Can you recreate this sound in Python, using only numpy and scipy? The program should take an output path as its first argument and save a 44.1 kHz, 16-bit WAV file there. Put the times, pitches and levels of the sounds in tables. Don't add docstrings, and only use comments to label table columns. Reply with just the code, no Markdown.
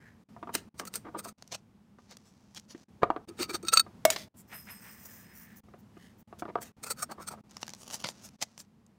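import sys
import numpy as np
from scipy import signal
from scipy.fft import rfft, irfft
from scipy.io import wavfile

SR = 44100
rng = np.random.default_rng(int(sys.argv[2]) if len(sys.argv) > 2 else 0)


def file_out(sig):
    cols = np.atleast_2d(sig).T
    lim = np.clip(cols, -1, 1)
    pcm = np.round(lim * 32767).astype(np.int16)
    wavfile.write(sys.argv[1], SR, pcm)


N = 396018
TAPS = 8192
HZ = np.fft.rfftfreq(TAPS, 1 / SR)


def amp(db):
    return 10 ** (np.asarray(db) / 20)


def unit_rms(x):
    return x / np.sqrt(np.mean(x ** 2) + 1e-20)


def curve(points, hz=HZ):
    point_hz, value = np.transpose(points)
    return np.interp(np.log(hz + 1), np.log(point_hz + 1), value)


def add(mix, s, sound):
    start = round(s * SR)
    inside = sound[max(-start, 0):]
    part = mix[max(start, 0):][:len(inside)]
    part += inside[:len(part)]


def resonances(modes):
    power = sum(amp(db) ** 2 / (1 + ((HZ ** 2 - hz ** 2) / (width * HZ + 1)) ** 2)
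                for hz, width, db in modes)
    return np.sqrt(power)


def ring(force, gain):
    log_gain = np.log(np.maximum(gain / gain.max(), 1e-5))
    mirrored = np.concatenate([log_gain, log_gain[-2:0:-1]])
    response = irfft(np.exp(signal.hilbert(mirrored).conj())[:len(HZ)])
    return signal.fftconvolve(force, response[:TAPS // 2])


def grains(count, per_s, spread_db):
    chance, size = rng.random((2, count))
    size_db = spread_db * np.minimum(-np.log(size + 1e-12), 4)
    return unit_rms(rng.standard_normal(count) * amp(size_db) * (chance < per_s / SR))


def touch(middle_hz, bass_db, treble_db, ripple_db):
    knots_hz = np.arange(0, SR / 2, 230)
    favoured_db = ripple_db * np.interp(HZ, knots_hz, rng.standard_normal(len(knots_hz)))
    tilt_db = curve([(middle_hz * 0.37, bass_db), (middle_hz * 0.83, 0),
                     (middle_hz * 1.06, 0), (middle_hz * 2.2, treble_db)])
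    return amp(tilt_db + favoured_db)


def tinted(rows, bass_db, treble_db, bass_share):
    return [(*row, bass_db + bass_share * tint_db, treble_db + tint_db) for *row, tint_db in rows]


def by_force(rows, usual_db, bass_db, treble_db, bass_slope, treble_slope):
    return [(*row, db, bass_db + bass_slope * (db - usual_db), treble_db + treble_slope * (db - usual_db))
            for *row, db in rows]


def alike(rows, bass_db, treble_db):
    return [(*row, bass_db, treble_db) for row in rows]


def blows(rows, body, middle_hz, chatter, chatter_s, linger=0):
    out, t = np.zeros(N), np.arange(SR // 20) / SR
    for s, db, bass_db, treble_db in rows:
        stretch = 1 + linger * np.clip((-23 - db) / 16, 0, 1)
        force = rng.standard_normal(len(t)) * np.exp(-t / (chatter_s * stretch))
        force *= chatter * stretch / np.linalg.norm(force)
        force[0] = 1
        sound = ring(force, body * touch(middle_hz, bass_db, treble_db, ripple_db=2.5))
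        add(out, s, amp(db) * np.sqrt(SR / 100) * sound / np.linalg.norm(sound))
    return out


def strokes(rows, body, middle_hz, slips_per_s, spread_db, bluntness):
    out, t = np.zeros(N), np.arange(-SR // 7, SR // 7) / SR
    for s, half_length, db, bass_db, treble_db in rows:
        pressure = np.exp(-abs(t / half_length) ** bluntness)
        force = pressure * grains(len(t), slips_per_s, spread_db)
        sound = ring(force, body * touch(middle_hz, bass_db, treble_db, ripple_db=3.5))
        add(out, s + t[0], amp(db) * np.linalg.norm(pressure) * sound / np.linalg.norm(sound))
    return out


def flow(times, level_db, body, per_s, spread_db):
    out, t = np.zeros(N), np.arange(times[0], times[-1], 1 / SR)
    sound = unit_rms(ring(grains(len(t), per_s, spread_db), body)[:len(t)])
    add(out, times[0], sound * amp(np.interp(t, times, level_db)) * signal.windows.tukey(len(t), .02))
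    return out


# frequency in Hz, relative spectral density in dB.
ROOM_SPECTRUM = [(15, -39.5), (25, -23), (92, -3), (153, -4.5), (212, 2.5), (285, -11), (354, -13.5),
                 (695, -22), (818, -19.5), (1560, -28.5), (2110, -30.5), (4250, -36.5), (5140, -36),
                 (14800, -47), (16000, -47.5)]
# start in seconds, end in seconds, drone gain in dB.
PASSAGES = [(0, 0.241, 1.5), (0.286, 0.693, 4.5), (0.741, 1.331, 4.5), (1.376, 2.845, -2),
            (2.882, 3.256, 2), (3.273, 4.287, 6), (4.34, 5.609, 2), (5.633, 6.233, 2.5),
            (6.273, 6.722, 3.5), (6.765, 7.416, 4), (7.436, 8.367, 1), (8.385, 9.003, -3.5)]


def room_tone():
    noise = irfft(rfft(rng.standard_normal(N)) * amp(curve(ROOM_SPECTRUM, np.fft.rfftfreq(N, 1 / SR))), N)
    passages = np.array(PASSAGES)
    gain_db = np.interp(np.arange(N) / SR, passages[:, :2].ravel(), np.repeat(passages[:, 2], 2))
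    return amp(-59.5 + gain_db) * unit_rms(noise)


# frequency in Hz, time to fall 60 dB in seconds.
REVERB_TIMES = [(200, 0.66), (700, 0.29), (2000, 0.25), (6000, 0.19), (15000, 0.15)]


def kitchen(x, build_s):
    hz, t, bands = signal.stft(rng.standard_normal(SR // 2), SR, nperseg=256)
    bands = bands * amp(-60 * t / curve(REVERB_TIMES, hz)[:, None]) * (1 - np.exp(-t / build_s))
    tail = signal.istft(bands, SR)[1]
    return signal.fftconvolve(x, tail / np.linalg.norm(tail))[:N]


# frequency in Hz, gain in dB.
PAPER_SPECTRUM = [(71, -27), (120, 2.5), (412, -7.5), (580, 0), (869, -1.5), (1230, -3.5), (2110, -8),
                  (2800, -6.5), (3170, -8.5), (6040, -2.5), (7700, -11), (10400, -19.5), (15000, -26)]
# start in seconds, level over 10 ms in dB.
PAPER_TICKS = [(1.4244, -49), (1.477, -57), (2.1109, -58), (2.1699, -52), (2.548, -53), (2.5977, -53.5),
               (7.5106, -59), (7.5687, -43), (7.6303, -35.5), (7.6677, -54), (7.6803, -44.5), (7.6933, -46),
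               (7.7031, -52), (7.7361, -44.5), (7.7494, -53.5), (7.8815, -54), (7.9023, -48),
               (7.9102, -45.5), (8.0419, -37.5), (8.0452, -33.5), (8.0702, -43), (8.0885, -37),
               (8.2894, -57), (8.5785, -49), (8.6024, -49), (8.865, -67)]
# centre and half-length in seconds, level and tint in dB.
PAPER_RUSTLES = [(1.5261, 0.0074, -36, -4), (1.5476, 0.0092, -36.5, -3), (2.12, 0.02, -52, -7),
                 (2.2764, 0.03, -65.5, 5), (2.573, 0.013, -43, -1.5), (2.7133, 0.015, -50.5, 0),
                 (7.6218, 0.01, -49.5, 7), (7.8172, 0.033, -57, 15), (7.9428, 0.017, -36, 6.5),
                 (8.0021, 0.0087, -48.5, 1), (8.0573, 0.013, -37.5, -19), (8.0896, 0.017, -43.5, 5),
                 (8.2513, 0.019, -48, 10), (8.427, 0.0084, -28, 2), (8.6023, 0.013, -48, 10.5)]
# start and end in seconds, level in dB.
FINGER_HOLDS = [(1.375, 1.599, -71), (1.98, 2.661, -73), (2.68, 2.863, -66), (7.49, 8.299, -61.5),
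                (8.305, 8.655, -71.5)]


def labels():
    body = amp(curve(PAPER_SPECTRUM))
    creases = by_force(PAPER_TICKS, usual_db=-45, bass_db=-2.5, treble_db=0.2,
                       bass_slope=0.31, treble_slope=-0.74)
    ticks = blows(creases, body, middle_hz=3730, chatter=0.94, chatter_s=0.0016)
    rubbing = tinted(PAPER_RUSTLES, bass_db=-4.5, treble_db=1, bass_share=-0.057)
    rustles = strokes(rubbing, body, middle_hz=4360, slips_per_s=5000, spread_db=1.0, bluntness=1.55)
    whisper = sum(flow([start, end], [db, db], body, per_s=3300, spread_db=3.0)
                  for start, end, db in FINGER_HOLDS)
    glue = body * touch(middle_hz=3940, bass_db=-3, treble_db=4, ripple_db=7.5)
    peel = flow(times=[7.76, 8.11], level_db=[-55, -55], body=glue, per_s=160, spread_db=4.5)
    return ticks + rustles + whisper + peel


# peak time and 20 dB rise time in seconds, relative level in dB.
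CLUMPS = [(4.527, 0.03, -47), (4.685, 0.025, -49), (4.875, 0.087, -53)]
RUN_DB = -64.5


def spice_flow(s, run_from_s=4.76, run_to_s=5.55, run_fade_s=0.11, fade_db_per_s=226):
    clumps = sum(amp(db - np.maximum(20 * (at - s) / rise_s, fade_db_per_s * (s - at))) ** 2
                 for at, rise_s, db in CLUMPS)
    outside_s = np.maximum(np.maximum(run_from_s - s, s - run_to_s), 0)
    return 10 * np.log10(clumps + amp(RUN_DB - 20 * outside_s / run_fade_s) ** 2)


def fullness(s, heap_from_s=4.69, fill_s=1.24):
    return np.clip((s - heap_from_s) / fill_s, .02, .8)


def landing(s, run_db, follow, heap_db, fall_s=0.029):
    return run_db + follow * (spice_flow(s - fall_s) - RUN_DB) + heap_db * fullness(s)


# frequency in Hz, gain in dB.
FUNNEL_SPECTRUM = [(200, -26.5), (700, -6), (1300, -4.5), (1850, 0.5), (2600, -5), (3800, -18), (8000, -22),
                   (16000, -36)]
# frequency in Hz, gain in dB.
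STREAM_SPECTRUM = [(1000, -9), (3500, -16), (6000, 4), (8500, -4), (10500, -3), (13000, 0.5), (15200, 9),
                   (16000, 0)]
# frequency and bandwidth in Hz, gain in dB.
HEADSPACE_MODES = [(1786, 240, 0)]
# frequency and bandwidth in Hz, gain in dB.
GLASS_MODES = [(5125, 21, 6), (8400, 51, 2), (10600, 42, -4.5), (11300, 72, 3), (12597, 50, -9),
               (13679, 78, 3), (13824, 69, 0), (14930, 54, -3)]
# centre and half-length in seconds, level in dB.
SPICE_SPURTS = [(4.89, 0.085, -55.5), (5.06, 0.0087, -46), (5.11, 0.14, -54.5), (5.4, 0.06, -53),
                (5.578, 0.019, -55.5), (5.8, 0.015, -69), (6.2, 0.018, -65)]
# centre and half-length in seconds, then level, bass and treble in dB.
FUNNEL_DRAGS = [(.06, 0.059, -59, 5, -1.5), (6.04, 0.064, -61.5, -4, 9.5)]


def pour(from_s=4.47, to_s=5.61, split_hz=9000):
    s = np.arange(from_s, to_s, 1 / SR)
    funnel, stream = amp(curve(FUNNEL_SPECTRUM)), amp(curve(STREAM_SPECTRUM))
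    air = resonances(HEADSPACE_MODES)
    patter_db, filled = spice_flow(s), fullness(s)
    patter = flow(s, patter_db + 10 * np.log10(1 - filled), funnel, per_s=5000, spread_db=0.5)
    headspace = flow(s, patter_db + 10 * np.log10(filled), air, per_s=4200, spread_db=0.0)
    hiss = flow(s, landing(s, run_db=-62, follow=0.12, heap_db=-11), stream, per_s=9000, spread_db=4.0)
    low = resonances([mode for mode in GLASS_MODES if mode[0] < split_hz])
    high = resonances([mode for mode in GLASS_MODES if mode[0] >= split_hz])
    glass = flow(s, landing(s, run_db=-60.5, follow=0.42, heap_db=-23), low, per_s=2500, spread_db=1.8)
    glass += flow(s, landing(s, run_db=-58, follow=0.96, heap_db=-150), high, per_s=2500, spread_db=3.0)
    spurts = strokes(alike(SPICE_SPURTS, bass_db=8, treble_db=3.0), stream,
                     middle_hz=5000, slips_per_s=6000, spread_db=2.5, bluntness=4.2)
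    drags = strokes(FUNNEL_DRAGS, np.hypot(air, amp(-20) * funnel),
                    middle_hz=1910, slips_per_s=4300, spread_db=2.5, bluntness=1.45)
    return amp(2.0) * (patter + headspace) + hiss + glass + spurts + drags


# frequency in Hz, gain in dB.
PLASTIC_SPECTRUM = [(210, -31.5), (350, -3.5), (653, -12), (1240, -13), (1880, -7.5), (2710, -10),
                    (2980, -8.5), (8040, -8.5), (13200, -19.5), (14500, -8), (16000, -23.5)]
# start in seconds, then level over 10 ms, bass and treble in dB.
CAP_SNAPS = [(0.5508, -26, 6.5, 1.5), (0.7968, -35.5, 11, -5), (0.8526, -46.5, 10, 4),
             (0.9391, -40, 2.5, 2), (0.9558, -34.5, -4, 8), (1.2452, -50, 4, 11), (4.0518, -20.5, 8.5, 3),
             (4.1026, -23.5, -8.5, -4.5), (4.1617, -33.5, -1, -19.5)]
# centre and half-length in seconds, level and tint in dB.
CAP_SLIDES = [(0.546, 0.0083, -35, 8), (0.5658, 0.031, -50, -8), (4.123, 0.022, -38, -3),
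              (4.185, .055, -47.5, -6.5), (4.3942, 0.026, -56.5, 18), (6.3989, 0.011, -51, 0),
              (6.6259, 0.014, -44, 9), (6.6613, 0.032, -56, -2)]


def sifter():
    body = amp(curve(PLASTIC_SPECTRUM))
    snaps = blows(CAP_SNAPS, body, middle_hz=3980, chatter=4.6, chatter_s=0.0038)
    slides = tinted(CAP_SLIDES, bass_db=1, treble_db=0.0, bass_share=.6)
    return snaps + strokes(slides, body, middle_hz=3800, slips_per_s=8900, spread_db=3.0, bluntness=2.8)


# frequency in Hz, relative level in dB, 60 dB decay in seconds.
POP_MODES = [(370, -29, 0.058), (637, 2.5, 0.066), (1168, -16.5, 0.059), (2200, -23.5, 0.24),
             (4200, -31, 0.076), (5518, -37.5, 0.06)]


def pop(at_s=4.0522, gain_db=-10, rise_s=0.00041):
    out, t = np.zeros(N), np.arange(SR // 4) / SR
    modes = sum(amp(gain_db + db - 60 * t / t60) * np.sin(2 * np.pi * hz * t) for hz, db, t60 in POP_MODES)
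    add(out, at_s, modes * (1 - np.exp(-t / rise_s)))
    return out


# frequency in Hz, bandwidth in Hz at a damping of 1, gain in dB.
LID_MODES = [(1320, 45, -0.5), (2550, 76, -13), (3790, 50, -9), (4430, 43, -7), (4500, 45, -3),
             (5770, 150, -17.5), (6300, 140, -14.5), (6676, 89, -10), (8540, 70, -5.5), (8265, 52, -5),
             (9450, 400, -26.5), (11960, 500, -25), (13840, 76, -17), (15300, 150, -21.5)]
# frequency in Hz, relative gain in dB.
RASP_SPECTRUM = [(260, -39.5), (450, -4.5), (1070, -15), (1300, 2.5), (1630, -14), (2510, -10.5),
                 (2870, -22), (4490, -10.5), (7580, -14), (8670, -8), (11000, -24.5), (14800, -16),
                 (16000, -24)]


def lid_body(damping, rasp_db):
    modes = resonances([(hz, damping * width, db) for hz, width, db in LID_MODES])
    return np.hypot(modes, amp(rasp_db) * amp(curve(RASP_SPECTRUM)))


# start in seconds, unchoked level over 10 ms and tint in dB.
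LID_CLINKS = [(3.494, -41, -7), (3.6285, -49, 4), (3.6496, -43, 2.5), (3.6838, -24, -12),
              (3.7354, -15, 7.5), (3.772, -12, -5.5), (3.7959, -16, 1.5)]
# time in seconds, gain in dB.
FINGER_CHOKE = [(3.812, -1.5), (3.835, -30.5)]
# centre and half-length in seconds, level in dB.
LID_TURNS = [(0.7998, 0.013, -44.5), (0.8766, 0.0069, -40), (0.9585, 0.013, -37), (1.1933, 0.0088, -37),
             (1.2507, 0.011, -44), (1.286, 0.013, -44.5), (3.291, 0.007, -48.5), (3.406, 0.015, -38),
             (3.429, 0.014, -30.5), (3.5053, 0.012, -40.5), (3.5493, 0.011, -30), (3.6757, 0.0096, -41.5),
             (3.732, 0.0062, -24), (3.766, 0.016, -34), (6.8407, 0.0067, -36), (6.874, 0.015, -40.5),
             (6.912, 0.0098, -28.5), (6.998, 0.016, -43.5), (7.0291, 0.0094, -28.5), (7.118, 0.012, -46),
             (7.223, 0.017, -47.5), (7.2826, 0.0086, -34.5), (7.322, 0.016, -47.5)]


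def lid(unscrew_from_s=3.27, unscrew_to_s=3.9):
    strikes = tinted(LID_CLINKS, bass_db=-1.5, treble_db=-1.5, bass_share=0.87)
    clinks = blows(strikes, lid_body(damping=0.95, rasp_db=-25),
                   middle_hz=3800, chatter=4.4, chatter_s=0.0045)
    choke = amp(np.interp(np.arange(N) / SR, *np.transpose(FINGER_CHOKE)))
    opening = [row for row in LID_TURNS if unscrew_from_s < row[0] < unscrew_to_s]
    closing = [row for row in LID_TURNS if row not in opening]
    loosen = strokes(alike(opening, bass_db=-4.0, treble_db=-5.0), lid_body(damping=2.8, rasp_db=-4),
                     middle_hz=3750, slips_per_s=12000, spread_db=2.5, bluntness=1.4)
    pushes = by_force(closing, usual_db=-40.5, bass_db=2.5, treble_db=3.5,
                      bass_slope=0.036, treble_slope=.35)
    tighten = strokes(pushes, lid_body(damping=3.3, rasp_db=1.5),
                      middle_hz=3700, slips_per_s=7000, spread_db=2.5, bluntness=1.41)
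    return clinks * choke + loosen + tighten


# frequency and bandwidth in Hz, relative gain in dB.
JAR_MODES = [(326, 90, 4.5), (480, 55, -15), (707, 50, 6.5), (958, 43, 2.5), (1205, 98, 6.5),
             (1620, 63, -8), (6890, 35, -20)]
# frequency in Hz, gain in dB.
THUD_SPECTRUM = [(60, -24.5), (130, -18), (300, -1.5), (1200, -2), (2200, -8), (4000, -21), (8000, -51),
                 (16000, -67)]
# frequency and bandwidth in Hz, gain in dB.
CAVITY_MODES = [(347, 38, -2), (1260, 19, -6.5), (2347, 78, -18.5)]
# start in seconds, level over 10 ms and tint in dB.
JAR_KNOCKS = [(0.3642, -47.5, -9), (0.4276, -38.5, 4), (0.473, -41.5, -1), (0.492, -39, -5),
              (0.551, -36, 8), (1.1484, -37, -20), (1.9857, -55.5, 0), (2.748, -41.5, 18.5),
              (3.0322, -17, -0.5), (3.1029, -22, -3), (3.1631, -33.5, -5), (3.8645, -48, 2),
              (5.6851, -57, 13), (5.7381, -49.5, 1), (5.969, -50, 10), (6.327, -45, 3.5),
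              (6.4225, -33.5, -5), (6.4529, -40, -3), (6.4881, -42, 12), (6.555, -26, -5)]
# centre and half-length in seconds, level in dB.
JAR_RUBS = [(0.8234, 0.019, -46), (1.074, 0.027, -45.5), (1.1604, 0.018, -41.5), (1.2627, 0.015, -44.5),
            (3.0272, 0.0085, -34), (6.4938, 0.016, -44.5), (6.583, .01, -42), (7.1116, 0.0194, -43),
            (7.1979, 0.019, -46.5), (7.3304, 0.025, -47.5), (7.385, 0.011, -55.5)]
# centre and half-length in seconds, level in dB.
CAVITY_JUDDERS = [(3.3, 0.016, -45), (3.406, 0.016, -33), (3.45, 0.014, -51.5), (3.502, 0.013, -38),
                  (3.548, 0.0059, -34.5), (3.642, 0.014, -41.5)]


def jar(soft_hz=3500, rebound_s=0.0062, rebound_db=-11.5):
    softened = resonances(JAR_MODES) / np.hypot(1, HZ / soft_hz)
    body = np.hypot(softened, amp(curve(THUD_SPECTRUM)))
    rebounds = [(s + rebound_s, db + rebound_db, tint_db) for s, db, tint_db in JAR_KNOCKS]
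    contacts = tinted(JAR_KNOCKS + rebounds, bass_db=1.0, treble_db=-9.5, bass_share=1.05)
    knocks = blows(contacts, body, middle_hz=1002, chatter=2.0, chatter_s=0.0028, linger=1.21)
    rubs = strokes(alike(JAR_RUBS, bass_db=3.0, treble_db=-9.5), body,
                   middle_hz=970, slips_per_s=4600, spread_db=3.5, bluntness=6.7)
    judders = strokes(alike(CAVITY_JUDDERS, bass_db=2.5, treble_db=-0.5), resonances(CAVITY_MODES),
                      middle_hz=990, slips_per_s=3400, spread_db=2.0, bluntness=5.2)
    return knocks + rubs + judders


def scene():
    glass, metal, plastic, hollow, spice, paper = jar(), lid(), sifter(), pop(), pour(), labels()
    direct = glass + metal + plastic + hollow + spice + paper
    send = (amp(-20.5) * glass + amp(-42) * metal + amp(-18.5) * plastic + amp(-17.5) * hollow
            + amp(-29.0) * (spice + paper))
    mix = direct + kitchen(send, build_s=.006) + room_tone()
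    return np.array([mix, mix])


def record(dry, rise_s=0.0037, fall_s=0.0065, edge_hz=15900):
    t = np.arange(N) / SR
    gate = sum(np.clip((t - start) / rise_s, 0, 1) * np.clip((end - t) / fall_s, 0, 1)
               for start, end, _ in PASSAGES)
    gated = dry * np.maximum(gate, amp(-26.0))
    lowpass = signal.firwin(301, edge_hz, window=("kaiser", 9), fs=SR)
    return signal.oaconvolve(gated, lowpass[None], "same")


dry = scene()
out = record(dry)
file_out(out)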